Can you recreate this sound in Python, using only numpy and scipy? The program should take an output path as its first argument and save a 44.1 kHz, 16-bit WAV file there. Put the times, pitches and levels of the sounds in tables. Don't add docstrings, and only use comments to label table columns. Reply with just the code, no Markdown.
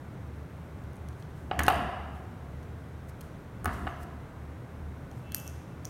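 import sys
import numpy as np
from scipy import signal
from scipy.fft import rfft, irfft
from scipy.io import wavfile
from scipy.ndimage import uniform_filter1d, map_coordinates

SR = 44100
rng = np.random.default_rng(int(sys.argv[2]) if len(sys.argv) > 2 else 0)


def wav_record(signal):
    frames = np.transpose(np.atleast_2d(signal))
    bounded = np.clip(frames, -1, 1)
    quanta = np.round(bounded * 32767).astype(np.int16)
    wavfile.write(sys.argv[1], SR, quanta)


def convert_level_to_amplitude(level_db):
    exponent = np.asarray(level_db, float) / 20
    return 10 ** exponent


N = 259749

# (frequency [Hz], level [dB per Hz])
FAN_SPECTRUM = [(20, -59), (32, -39), (40, -7), (50, -26), (62, -15), (75, 4.5), (88, -7), (115, -4.5),
                (130, -4), (160, -7.5), (215, -14.5), (260, -14), (330, -17.5), (1500, -29)]
# (frequency [Hz], level [dB per Hz])
HISS_SPECTRUM = [(880, -61), (1500, -3), (2090, -5), (2500, -10), (2940, -13.5), (3810, -16), (4800, -21.5),
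                 (5700, -20), (7700, -23.5), (8950, -21.5), (10200, -26.5), (11600, -23.5), (15100, -28),
                 (16000, -24), (16500, -54)]
# (multiple of the fundamental [1], level [dB])
HORN_PARTIALS = [(8, 0.5), (9, -8), (10, -9)]
# (peak time [s], level [dB], rise [s], fall [s])
HORN_BLASTS = [
    (5.268, -68, .06, .15),
    (5.33, -64, .12, .1),
    (5.382, -59, .1, .1),
    (5.466, -62, .05, .11),
    (5.6, -73, .15, 0.16),
    (5.724, -74, .04, .08),
]
# (peak time [s], level [dB], rise [s], fall [s])
RUBS = [(1.2, -66, .04, .07), (1.37, -70, .05, 0.5), (2.16, -69, .065, .1), (3.094, -55.5, .022, .022),
        (3.24, -68, .055, .15), (3.732, -57, .03, .08), (3.79, -65, .14, .3), (3.885, -70, .1, .09),
        (4.01, -64, .05, 0.1), (4.033, -55, .015, .01), (5.19, -68.5, .22, .17)]
# (frequency [Hz], level [dB per Hz])
RUB_SPECTRUM = [(2000, -19), (4000, -4), (6500, -1), (9000, 0.5), (12000, -2), (16500, -7)]
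# (peak time [s], level [dB], rise [s], fall [s])
SHAKES = [(1.63, -32.5, .22, 0.46), (1.828, -37, .2, 0.063), (2.0, -50, 0.34, 0.039), (2.1, -51, .08, .3),
          (3.674, -35, 0.074, 0.19), (3.84, -37.5, 0.18, 0.14), (4.048, -38, .04, 0.017)]
# (frequency [Hz], level [dB per Hz])
SHAKE_SPECTRUM = [(30, -41), (55, 4), (76, 8.5), (110, -5.5), (150, -4), (280, -3.5), (400, -9), (550, -35),
                  (900, -43), (2000, -120)]
# (peak time [s], level [dB], rise [s], fall [s])
SQUEAKS = [
    (3.9, -62, .05, .05),
    (3.95, -72, .05, .16),
]

# (frequency [Hz], level [dB], decay t60 [s])
BENCH_MODES = [(76, -31, 0.28), (306, -18, 0.18), (386, -15, 0.017), (464, -18, 0.086), (625, -13.5, 0.051),
               (735, 1.5, 0.063), (860, -2, 0.041), (1078, -6.5, 0.04), (1200, -10.5, 0.01),
               (1299, 2, 0.024), (1470, -1, 0.035), (1690, -2.5, 0.037), (1785, -24.5, 0.11),
               (1960, -7.5, 0.034), (2196, -9.5, 0.056), (2490, -2.5, 0.016), (2860, -5, 0.01),
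               (2820, -2, 0.03), (2970, -38, 0.0067), (3800, -9, .015), (3960, -10, 0.018),
               (4500, -11, 0.013)]
# (frequency [Hz], level [dB], decay t60 [s])
STEEL_MODES = [(1400, -3, .004), (2120, -4, .004), (2670, 0, 0.0039), (3140, 1, 0.0065), (4330, 1, 0.0066),
               (4980, 5, 0.002), (5560, 6, 0.0035), (6484, 7.5, 0.0026), (7440, -6, 0.004),
               (8070, 0, 0.0024), (9630, 2.5, 0.007), (10700, 0, 0.0018), (11590, 7, 0.0027),
               (12150, 9, 0.0038), (13030, 9, 0.0026), (14000, 3, 0.0025), (15100, 3, 0.0036),
               (16000, -7, .003)]
KNOCK_ZONES_HZ = [745, 400, 1250, 1850, 3000]
TICK_ZONES_HZ = [9300, 3800, 6200, 12200, 15000]

HANDLE_COLOUR = [-9, -8, -15.5, -15]
SHANK_COLOUR = [-14, -1, -2.5, -15]
HEAD_COLOUR = [-2, 7.5, -2, -24]
END_COLOUR = [-15, -14, -14, -17]
HEEL_COLOUR = [-21, -2, 12, -4]
# (time [s], peak level [dB], hardness [dB per octave])
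HANDLE_BLOWS = [(1.616, -35, -1), (1.6813, -7, 2), (1.703, -20, 1.5), (1.709, -23, -1), (3.869, -24, -1)]
SHANK_BLOWS = [(1.604, -23, -1), (3.6568, -22, -0.5), (3.875, -31, 1)]
HEAD_BLOWS = [(3.645, -36, -7), (3.679, -35, -1), (3.692, -37, 0)]
END_BLOWS = [
    (1.5128, -15.5, 0),
]
HEEL_BLOWS = [
    (1.592, -27.5, 0),
]

TIP_COLOUR = [-14, -13.5, -17, -18]
CLASH_COLOUR = [-4, -7, -9.5, -7]
NICK_COLOUR = [7, 1, -13, -14]
SNAP_COLOUR = [-17, -7, -0.5, -15]
SLAP_COLOUR = [-13, 4.5, -11, -7]
RING_COLOUR = [-34, -8, -9, -25]
CATCH_COLOUR = [-8, 8, -12, -3]
# (time [s], peak level [dB], hardness [dB per octave])
TIP_PINGS = [(.9323, -50, 0), (.9567, -49, 2), (.9674, -49, 1), (1.0866, -42, -2), (1.638, -31, 6),
             (1.6654, -28, -3), (1.668, -43, -5), (1.681, -18.5, 3), (1.7, -33, 5), (1.724, -35, 2),
             (1.743, -39, 0), (1.758, -40, 2), (3.642, -45, 6), (3.6448, -30, 6)]
# (time [s], peak level [dB], hardness [dB per octave])
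JAW_CLASHES = [(1.5915, -30.5, -1), (1.595, -28.5, 1), (1.604, -44, 1), (2.63, -58, -5), (2.635, -59, -1),
               (3.2091, -44, 1), (3.213, -42.5, 0), (3.6568, -30, 2), (5.3203, -37, -1), (.838, -58, 0)]
# (time [s], peak level [dB], hardness [dB per octave])
BLADE_NICKS = [(1.1297, -63, 0), (1.2246, -59, -3), (5.1136, -54, 3)]
# (time [s], peak level [dB], hardness [dB per octave])
WIRE_SNAPS = [(1.685, -31, 6), (1.69, -38, 5), (5.3462, -21, 0), (5.358, -42, 4), (5.368, -39, 4),
              (5.381, -41, 4), (5.467, -50, -3)]
# (time [s], peak level [dB], hardness [dB per octave])
HANDLE_SLAPS = [(5.399, -43, 5), (5.4769, -37, 3), (5.498, -54, 0), (5.8478, -57, -2)]
# (time [s], peak level [dB], hardness [dB per octave])
SPRING_RINGS = [
    (1.6345, -24, 0),
]
LATCH_CATCHES = [
    (5.8526, -37, 0),
]

# (frequency [Hz], decay t60 [s], tail level [dB])
ROOM_TAIL = [(60.1, 0.56, -9), (300, 1.2, -1.5), (1040, 1.335, 2), (3000, 1.12, -0.5), (4400, 1.0, -1.5),
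             (5600, 0.93, 0), (6400, 0.78, 0.5), (7800, .7, -6), (9300, 0.75, -5.5), (10500, 0.69, -8),
             (11800, .53, 3), (14070, .45, 0), (16500, 0.33, -8)]
# (delay [s], level [dB])
ECHOES = [
    (.0072, -17.5),
    (.019, -21),
    (0.0207, -23),
]


def rms_one(x):
    return x / np.sqrt(np.mean(x ** 2) + 1e-20)


def at_hz(points, hz, axis=1):
    points = np.array(points)
    return np.interp(np.log(hz), np.log(points[:, 0]), points[:, axis])


def drift(rate):
    knots = rng.standard_normal(int(N / SR * rate) + 3)
    return rms_one(map_coordinates(knots, [np.arange(N) / SR * rate], order=3))


def coloured(spectrum):
    hz = np.arange(1, N // 2 + 2) * SR / N
    white = rfft(rng.standard_normal(N))
    return rms_one(irfft(white * convert_level_to_amplitude(at_hz(spectrum, hz)), N))


def swells(rows):
    t = np.arange(N) / SR
    total = np.zeros(N)
    for s, level_db, rise, fall in rows:
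        away = np.maximum((s - t) / rise, (t - s) / fall)
        total += convert_level_to_amplitude(level_db - 25 * away)
    return total


def fan():
    spectrum = FAN_SPECTRUM + [(1950, -53), (3300, -120)]
    return convert_level_to_amplitude(-42 + 0.068 * drift(0.32)) * coloured(spectrum)


def hiss():
    return convert_level_to_amplitude(-61.5) * coloured(HISS_SPECTRUM)


def horn():
    turns = 2 * np.pi * 334 * np.arange(N) / SR
    tone = np.zeros(N)
    for multiple, level_db in HORN_PARTIALS:
        wavering = convert_level_to_amplitude(level_db + 2 * drift(30))
        tone += wavering * np.sin(round(multiple) * turns + drift(11) / 2)
    return swells(HORN_BLASTS) * convert_level_to_amplitude(5.0) * tone


def shaking():
    effort = uniform_filter1d(swells(SHAKES), size=SR // 50)
    return effort * convert_level_to_amplitude(2.2 * drift(15)) * coloured(SHAKE_SPECTRUM)


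def rubbing():
    return swells(RUBS) * convert_level_to_amplitude(0.5 * drift(300)) * coloured(RUB_SPECTRUM)


def squeak():
    start_s, end_hz, excess_hz, sag_s = 3.878, 3050, 597, .018
    elapsed = np.maximum(np.arange(N) / SR - start_s, 0)
    hz = end_hz + excess_hz * np.exp(-elapsed / sag_s)
    turns = 2 * np.pi * np.cumsum(hz * (1 + .02 * drift(500))) / SR
    tone = convert_level_to_amplitude(-1.0) * np.sin(turns) + np.sin(2 * turns)
    return swells(SQUEAKS) * convert_level_to_amplitude(4.5 * drift(110)) * tone


def room(close, spread_out):
    t = np.arange(round(1.4 * SR)) / SR
    hz, s, cells = signal.stft(rng.standard_normal(len(t)), SR, nperseg=256)
    level_db = at_hz(ROOM_TAIL, hz + 1, axis=2)[:, None]
    t60 = at_hz(ROOM_TAIL, hz + 1)[:, None]
    cells *= convert_level_to_amplitude(level_db - 60 * s / t60)
    tail = signal.istft(cells, SR, nperseg=256)[1][:len(t)]
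    build_up = 1 - np.exp(-(t / .009) ** 2)
    tail *= convert_level_to_amplitude(-4.5) * build_up / np.sqrt(SR / 20)
    echoes = sum(convert_level_to_amplitude(echo_db) * np.roll(close, round(delay * SR)) for delay, echo_db in ECHOES)
    return close + echoes + signal.fftconvolve(spread_out, tail)[:N]


def blows(kinds, zones_hz):
    octaves = np.log2(np.array(zones_hz[1:]) / zones_hz[0])
    rows = []
    for events, colour_db in kinds:
        for s, level_db, hardness in events:
            rows.append((s, level_db, *(colour_db + hardness * octaves)))
    return sorted(rows)


def struck(events, zones_hz, modes, contact_s, chatter, soft_hz, spread, offset_db, count):
    zone_lift_db = 6
    smear = 0.28
    t = np.arange(SR // 100) / SR
    pushes = chatter * rng.standard_normal((len(events), len(t))) * np.exp(-t / contact_s)
    pushes[:, 0] = 1
    grips = 1 + spread * rng.standard_normal((len(events), len(modes)))
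    out = np.zeros((2, N))
    for (s, peak_db, *zone_db), push, grip in zip(events, pushes, grips):
        at = round(s * SR)
        colour = sorted(zip(zones_hz, [0] + [db + zone_lift_db for db in zone_db]))
        force = np.pad(push, (0, SR // 2))[:N - at]
        for k, (hz, level_db, t60) in enumerate(modes):
            w = 2 * np.pi * hz * grip[k] / SR
            side = (-1) ** (k // count + 1)
            gain = side * convert_level_to_amplitude(offset_db + peak_db + level_db + at_hz(colour, hz))
            held = np.abs(push @ np.exp(1j * w * np.arange(len(t)))) + 0.43
            span = min(len(force), len(t) + round(t60 * SR))
            click = side * (-1) ** k * signal.unit_impulse(span)
            for row, (share, drive) in enumerate([(1, force[:span] / held), (smear, click)]):
                r = convert_level_to_amplitude(-60 / (share * t60 * SR))
                ring = signal.lfilter([0, np.sin(w)], [1, -2 * r * np.cos(w), r * r], drive)
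                out[row, at:at + span] += gain * ring / np.sqrt(share)
    soft_contact = signal.butter(2, min(soft_hz, .45 * SR), fs=SR, output="sos")
    return signal.sosfilt(soft_contact, out)


def knocks():
    kinds = [(HANDLE_BLOWS, HANDLE_COLOUR), (SHANK_BLOWS, SHANK_COLOUR), (HEAD_BLOWS, HEAD_COLOUR),
             (END_BLOWS, END_COLOUR), (HEEL_BLOWS, HEEL_COLOUR)]
    return struck(blows(kinds, KNOCK_ZONES_HZ), KNOCK_ZONES_HZ, BENCH_MODES, contact_s=.0016,
                  chatter=.2, soft_hz=4200, spread=.006, offset_db=-4, count=3)


def ticks():
    kinds = [(TIP_PINGS, TIP_COLOUR), (JAW_CLASHES, CLASH_COLOUR), (BLADE_NICKS, NICK_COLOUR),
             (WIRE_SNAPS, SNAP_COLOUR), (HANDLE_SLAPS, SLAP_COLOUR),
             (SPRING_RINGS, RING_COLOUR), (LATCH_CATCHES, CATCH_COLOUR)]
    rings = struck(blows(kinds, TICK_ZONES_HZ), TICK_ZONES_HZ, STEEL_MODES, contact_s=0.00044,
                   chatter=0.45, soft_hz=19050, spread=0.013, offset_db=-3.0, count=1)
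    rings[0] += convert_level_to_amplitude(-8.0) * np.roll(rings[0], round(0.001198 * SR))
    return rings


def scene():
    background = fan() + hiss() + horn()
    handling = shaking() + rubbing() + squeak()
    close, spread_out = knocks() + ticks()
    return (background + handling + room(close, spread_out))[None]


def low_pass(x):
    return signal.sosfilt(signal.butter(12, 16780, fs=SR, output="sos"), x)


def record(dry):
    top = signal.cheby2(10, 60, 17200, fs=SR, output="sos")
    mix = signal.sosfilt(top, dry)
    return low_pass(mix)


dry = scene()
out = record(dry)
wav_record(out)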